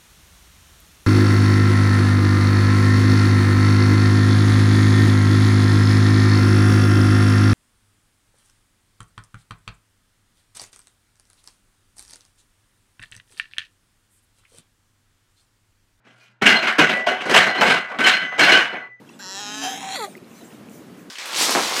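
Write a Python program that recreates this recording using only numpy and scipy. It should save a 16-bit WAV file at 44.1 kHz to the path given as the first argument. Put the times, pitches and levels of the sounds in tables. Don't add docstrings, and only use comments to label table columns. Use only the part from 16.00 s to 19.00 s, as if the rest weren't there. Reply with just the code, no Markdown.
import sys
import numpy as np
from scipy import signal
from scipy.io import wavfile

SR = 44100
rng = np.random.default_rng(int(sys.argv[2]) if len(sys.argv) > 2 else 0)


def digitize_waveform(pressure):
    field = np.atleast_2d(pressure).T
    bounded = np.clip(field, -1, 1)
    quanta = np.round(bounded * 32767).astype(np.int16)
    wavfile.write(sys.argv[1], SR, quanta)


def convert_level_to_amplitude(level_db):
    exponent = np.asarray(level_db, float) / 20
    return 10 ** exponent


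N = 132300

# start_s, peak_db, then relative to it thud_db, body_db, brightness_db
KNOCKS = [(0.414, -7, -11.5, -10.5, -44), (0.42, -4, -8, -17.5, -13), (0.457, 7.5, -18, -20, -21.5),
          (0.465, -5, -44, -35, -5), (0.509, 1, -25, -35, -35), (0.546, -8, -38, -5.5, -14.5),
          (0.624, -6, -21, -13, -20.5), (0.666, -1.5, -46, -15, -21.5), (0.709, -29, -33.5, -28, -45),
          (0.783, 6.5, -15.5, -15, -18), (0.834, -15.5, -50, -10, -36), (0.891, -5, -18, -13, -16),
          (0.959, -23, -8, 2, -10), (1.065, -5, -32, -7, -18.5), (1.067, -4, -20, -8.5, -17.5),
          (1.207, -11.5, -22.5, -11, -22.5), (1.255, -13.5, -5.5, -4, -13), (1.295, -3.5, -12.5, -12, -12),
          (1.339, 3, -28.5, -7, -13), (1.362, 3.5, -16, -25, -13.5), (1.401, -3.5, -28.5, -16.5, -16),
          (1.46, -8, -15, -6.5, -17), (1.549, -8, -22.5, -10, -21), (1.581, -12, -11, -8, -18)]
# start_s, peak_db, then relative to it thud_db, body_db, brightness_db
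LATE_KNOCKS = [(1.61, 1.5, -19.5, -6.5, -12.5), (1.661, -4, -17, -9.5, -12.5),
               (1.695, 1.5, -19.5, -13, -17), (1.719, -24, -28, -22, -34), (1.779, -29, -38, -14, -45),
               (1.889, -22, -51, 1, -21), (1.91, -16, -28.5, -5, -80), (1.954, -28, -4.5, -19, -19),
               (1.987, -2.5, -16.5, -17, -19), (2.039, -2, -20, -13.5, -19), (2.064, 6.5, -42, -19, -15),
               (2.132, -8, -22, -26, -44), (2.211, -8, -21, -22, -34.5), (2.317, -15.5, -39, -7.5, -45),
               (2.342, -24, -15.5, -13, -26), (2.38, -4.5, -23.5, -8, -20.5), (2.393, 5, -18.5, -21, -17.5),
               (2.424, 4, -25.5, -19.5, -15.5), (2.472, 6, -31, -13.5, -21),
               (2.519, 6.5, -21.5, -16.5, -19), (2.565, -11.5, -32, -16.5, -9),
               (2.599, -7, -46, -16.5, -39), (2.654, -17, -38.5, -7, -31.5), (2.727, -15, -15.5, -8.5, -44)]
# start_s, peak_db, then relative to it thud_db, body_db, brightness_db
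SHUFFLES = [
    (0.04, -37.5, -10, -13, -17),
    (0.09, -46.5, -15, -13, -6),
    (0.15, -50, -19, -16, 0),
    (0.19, -39.5, -21, -18, -5.5),
]
MEAN_THUD_DB, MEAN_BODY_DB, MEAN_BRIGHT_DB = -22, -13.5, -22
THUD_HZ, BODY_HZ, BODY_OCTAVES, BRIGHT_HZ = 410, 650, 0.67, 4100
SHUFFLE_SWELL_S = 0.01

# pitch_hz, level_db (per Hz)
CRASH_COLOUR = [(35, -56), (70, -36), (216, -5.5), (1220, -6.5), (1540, -2), (2950, -7), (3390, -14.5),
                (4290, -18.5), (15800, -52)]
# pitch_hz, t60_s
ROOM_T60 = [(100, 0.42), (260, 0.29), (700, 0.39), (1840, .42), (4850, 0.3), (12800, 0.26)]
CRASH_DB, CRACK_DB, CRACK_S = -11, -14.5, 0.0026
BUILD_S, BASS_BUILD_CYCLES = 0.0032, 0.41
TICKS_PER_S, TICK_SPREAD_DB = 300, 1.8
GRAIN_DB, PATCH_DB = 0.5, 2

# pitch_hz, level_db, t60_s
RACK_BARS = [(385, -19, 0.44), (648.7, -5.5, 0.21), (737, -4.5, 0.22), (1134, -11, 0.37), (1471, -2, 0.31),
             (1516, -2.5, 0.21), (1562, -2.5, 0.28), (1638, -4.5, 0.25), (1695, -9.5, 0.13),
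             (2032, -3.5, 0.35), (2225, 0, 0.14), (2765, -18, 0.58), (2885, -7, 0.14), (3000, -9, 0.19),
             (4183, -14, 0.23)]
RACK_DB, BAR_SCATTER_DB, RATTLE_S, RINGING_SHARE = -20, -0.5, 0.032, 0.69

# start_s, peak_db, pitch_hz
CLACKS = [(0.6284, -11.7, 1670), (1.0716, -5.0, 960), (1.2958, -11.3, 1360), (1.3101, -8.1, 830),
          (1.3971, -4.1, 1730), (1.408, -3.1, 1700), (1.4905, -9.7, 2090), (1.6195, -2.1, 780),
          (1.6673, -4.4, 1500), (1.9937, -10.8, 930), (2.0027, -7.9, 1870), (2.4003, -2.2, 1960),
          (2.5578, -3.1, 1940), (2.608, -6.9, 1830)]
CLACK_DB, CLACK_CYCLES, CLACK_RISE_CYCLES = -1.5, 7.0, 0.22

# start_s, pitch_hz, level_db,
# t60_s
PINGS = [(0.1, 1408, -58, 1.5), (0.205, 2440, -50, 0.3), (0.556, 4176, -20, 0.3), (0.65, 222, -31, 0.5),
         (0.925, 1974, -16, 0.84), (1.068, 690, -10, 0.07), (1.085, 2880, -22, 0.22),
         (1.483, 4180, -27, 0.21), (1.49, 1975, -21.5, 0.89), (1.575, 4180, -28.5, 0.57),
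         (1.52, 3010, -29, 0.78), (2.045, 4183, -16, 0.07), (2.043, 3031, -9, 0.15),
         (2.134, 4183, -21, 0.2), (2.165, 3031, -26, 0.48), (2.17, 2003, -22, 1.5), (2.22, 6272, -54, 1.3),
         (2.423, 4183, -20, 0.17), (2.518, 4183, -10, 0.069), (2.52, 2885, -16.5, 0.44),
         (2.728, 4183, -38, 0.083), (2.765, 6272, -60, 0.3), (1.072, 610, -13, 0.1), (0.66, 1600, -21, .4),
         (2.63, 4183, -32, .06), (2.82, 4183, -55, .2), (2.77, 6272, -78, 2.5), (2.588, 4183, -22, .08),
         (2.071, 6950, -24, .1), (2.49, 2230, -12, .15), (2.19, 6272, -56, .8), (2.685, 1990, -33, .6),
         (1.614, 3000, -12, .06),
         (0.465, 1602, -14.5, 0.48),
    (0.462, 2854, -12, 0.34),
    (1.72, 1996, -30, 1.5),
    (2.002, 1529, -14, .8),
    (2.066, 2225, -5.5, 0.12),
    (2.211, 1570, -23, 0.18),
    (2.40, 1575, -14.5, 0.79),
    (2.562, 2973, -20.5, 0.46),
]
# start_s, pitch_hz, level_db, t60_s
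THUMPS = [(0.42, 200, -18, .15), (0.785, 310, -12, .15), (0.8, 160, -20, .25), (0.787, 590, -14, .15),
          (0.79, 1000, -14, .15), (1.07, 250, -24, .2), (1.617, 850, -13, .15), (1.617, 1010, -15, .12),
          (1.617, 231, -20, .2), (2.07, 740, -16, .15), (0.29, 205, -58, .2)]
# start_s, pitch_hz, level_db, t60_s
LAST_PAIR = [
    (2.758, 1987, -30, .8),
    (2.758, 1998.4, -34, .8),
]
CHOKES = [
    0.785,
    1.066,
    1.34,
    1.613,
    1.99,
    2.39,
    2.8,
    9,
]
CHOKE_S, PING_BUILD_S, PING_WAVER_DB = 0.03, 0.0013, 2.5

# start_s, level_db, pitch_hz
FLASHES = [(0.459, -13, 2780), (0.477, -13, 2050), (0.515, -16, 2020), (0.535, -17, 2050),
           (0.668, -19, 2110), (0.78, -16, 1680), (0.79, -19, 2130), (0.794, -15, 2500), (1.339, -17, 1590),
           (1.359, -16, 3040), (1.369, -17, 1570), (1.399, -20, 3060), (1.61, -17, 1360),
           (1.658, -19, 2170), (1.704, -17, 2200), (1.71, -15, 1570), (2.063, -20, 2610),
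           (2.069, -11, 2220), (2.391, -14, 2260), (2.416, -20, 4180), (2.42, -19, 2730),
           (2.432, -16, 1720), (2.448, -19, 2760), (2.476, -19, 3060), (2.49, -13, 2240), (2.49, -17, 730),
           (2.516, -12, 2890), (2.536, -12, 1530), (2.556, -14, 3040), (2.564, -13, 1530)]
FLASH_S, FLASH_DB = 0.009, 1.5

# start_s, level_db
GATE = [
    (2.76, 0.5),
    (2.871, 2),
    (2.931, -7),
    (3.0, -23.5),
]
# pitch_hz, level_db (peak)
HUM = [(120, -61.5)]
# pitch_hz, level_db (per Hz)
ROOM_TONE = [(18, -53), (30, -24), (1030, -6.5), (1160, -17), (1540, 4.5), (1690, -5), (9000, -21),
             (11700, -83), (19800, -120)]
ROOM_TONE_DB, TONE_ROLL_DB = -66.5, 12.5
CEILING, MIC_LOW_HZ, MIC_TOP_HZ = 1.3, 106, 15800


def at_hz(points, hz):
    table = np.array(points)
    return np.interp(np.log(hz), np.log(table[:, 0]), table[:, 1])


def train(s, values):
    return np.bincount((np.asarray(s) * SR).astype(int), values, N)[:N] + 1e-18


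def fade(x, tau_s):
    return signal.lfilter([1], [1, -np.exp(-1 / (tau_s * SR))], x)


def smooth(x, tau_s):
    return fade(x, tau_s) * (1 - np.exp(-1 / (tau_s * SR)))


def wander(tau_s):
    x = smooth(smooth(rng.standard_normal(N), tau_s), tau_s)
    return x / x.std()


def ring(x, hz, t60):
    shrink = convert_level_to_amplitude(-60 / (t60 * SR))
    turn = 2 * np.pi * hz / SR
    return signal.lfilter([0, np.sin(turn)], [1, -2 * shrink * np.cos(turn), shrink * shrink], x)


def bands(gain):
    edges = 25 * 2 ** np.arange(0, 9.6, 1 / 3)
    white = rng.standard_normal((2, N))
    total = 0
    for k, (low, high) in enumerate(zip(edges, edges[1:])):
        sos = signal.butter(2, [low, high], "band", fs=SR, output="sos")
        total = total + gain(np.sqrt(low * high)) * signal.sosfilt(sos, white[k % 2])
    return total


def colour_db(hz):
    s, db, thud, body, bright = np.transpose(SHUFFLES + KNOCKS + LATE_KNOCKS)
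    low = 1 / (1 + (hz / THUD_HZ) ** 4)
    middle = np.exp(-0.5 * (np.log2(hz / BODY_HZ) / BODY_OCTAVES) ** 2)
    high = 1 / (1 + (BRIGHT_HZ / hz) ** 4)
    db = db + low * (thud - MEAN_THUD_DB)
    db = db + middle * (body - MEAN_BODY_DB)
    return s, db + high * (bright - MEAN_BRIGHT_DB)


def contacts(s, db):
    count = len(SHUFFLES)
    energy = convert_level_to_amplitude(2 * db)
    sudden = train(s[count:], energy[count:])
    soft = train(s[:count], energy[:count])
    return sudden + smooth(smooth(soft, SHUFFLE_SWELL_S), SHUFFLE_SWELL_S)


def echoing(hits, hz):
    build = BUILD_S + BASS_BUILD_CYCLES / hz
    tail = fade(hits, at_hz(ROOM_T60, hz) / (6 * np.log(10)))
    return smooth(smooth(tail, build), build)


def crash():
    grain = wander(0.0027)
    tick_db = TICK_SPREAD_DB * np.minimum(rng.exponential(1, N), 2)
    ticks = (rng.random(N) < TICKS_PER_S / SR) * convert_level_to_amplitude(2 * tick_db)
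    ticks = 1 + fade(ticks, CRACK_S)

    def gain(hz):
        s, db = colour_db(hz)
        hits = contacts(s, db)
        room = convert_level_to_amplitude(2 * CRASH_DB) * echoing(hits, hz)
        crack = convert_level_to_amplitude(2 * CRACK_DB) * smooth(fade(hits, CRACK_S), 2 / hz)
        ticking = smooth(ticks, 1 / hz) / ticks.mean()
        level = convert_level_to_amplitude(at_hz(CRASH_COLOUR, hz) + GRAIN_DB * grain + PATCH_DB * wander(0.016))
        return level * np.sqrt((room + crack) * ticking)

    return 3.23 * bands(gain)


def rack():
    bars = RACK_BARS
    scatter = rng.standard_normal((len(SHUFFLES + KNOCKS + LATE_KNOCKS), len(bars)))
    out = 0
    for k, (hz, level_db, t60) in enumerate(bars):
        s, db = colour_db(hz)
        db = db + level_db + RACK_DB + BAR_SCATTER_DB * scatter[:, k]
        drive = np.sqrt(echoing(contacts(s, db), hz))
        rattle = rng.standard_normal(N) * np.sqrt(2 / (RATTLE_S * SR))
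        out = out + ring(drive * rattle, hz, t60 * RINGING_SHARE)
    return out


def clacks():
    out, t = np.zeros(N), np.arange(SR // 50) / SR
    signs = rng.choice([-1, 1], len(CLACKS))
    for (s, db, hz), sign in zip(CLACKS, signs):
        i, cycles = int(s * SR), hz * t
        rise = 1 - np.exp(-(cycles / CLACK_RISE_CYCLES) ** 2)
        level = convert_level_to_amplitude(db + CLACK_DB - 60 * cycles / CLACK_CYCLES)
        out[i:i + len(t)] += sign * rise * level * np.sin(2 * np.pi * cycles)
    return out


def pings():
    out, now = np.zeros(N), np.arange(N) / SR
    for s, hz, db, t60 in PINGS + THUMPS + LAST_PAIR:
        t = np.maximum(now - s, 0)
        waver_db = PING_WAVER_DB / (1 + t60 ** 2)
        choke = 1
        if s > LAST_PAIR[0][0] - 0.01:
            waver_db = 0
        else:
            next_weight = min(c for c in CHOKES if c > s + 0.02)
            choke = np.exp(-np.maximum(now - next_weight, 0) / CHOKE_S)
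        level = convert_level_to_amplitude(db - 60 * t / t60 + waver_db * wander(0.0029))
        soft_start = 1 - np.exp(-t / (PING_BUILD_S * (1 + 10 * t60 ** 2)))
        out += level * choke * soft_start * np.sin(2 * np.pi * hz * t)
    return out


def flashes():
    out, t = np.zeros(N), np.arange(SR // 12) / SR
    swell = t / FLASH_S * np.exp(1 - t / FLASH_S)
    for s, db, hz in FLASHES:
        i = int(s * SR)
        out[i:i + len(t)] += convert_level_to_amplitude(db + FLASH_DB) * swell * np.sin(2 * np.pi * hz * t)
    return out


def background():
    t = np.arange(N) / SR
    tone = bands(lambda hz: convert_level_to_amplitude(at_hz(ROOM_TONE, hz) - TONE_ROLL_DB * np.log2(1 + hz / 2000)))
    hum = sum(convert_level_to_amplitude(db + 2.5 * wander(0.02)) * np.sin(2 * np.pi * hz * t) for hz, db in HUM)
    return hum + convert_level_to_amplitude(ROOM_TONE_DB) * tone / tone.std()


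def scene():
    gate = convert_level_to_amplitude(np.interp(np.arange(N) / SR, *np.transpose(GATE)))
    clatter = gate * (crash() + rack())
    mix = clatter + clacks() + pings() + flashes() + background()
    return mix[None]


def band_limit(x):
    return signal.sosfilt(signal.butter(12, 15980, fs=SR, output="sos"), x)


def record(dry):
    x = CEILING * np.tanh(dry / CEILING)
    x = signal.sosfilt(signal.butter(2, MIC_LOW_HZ, "high", fs=SR, output="sos"), x)
    x = signal.sosfilt(signal.ellip(10, 1, 50, MIC_TOP_HZ, fs=SR, output="sos"), x)
    mix = np.clip(x, -1, 1)
    return band_limit(mix)


dry = scene()
out = record(dry)
digitize_waveform(out)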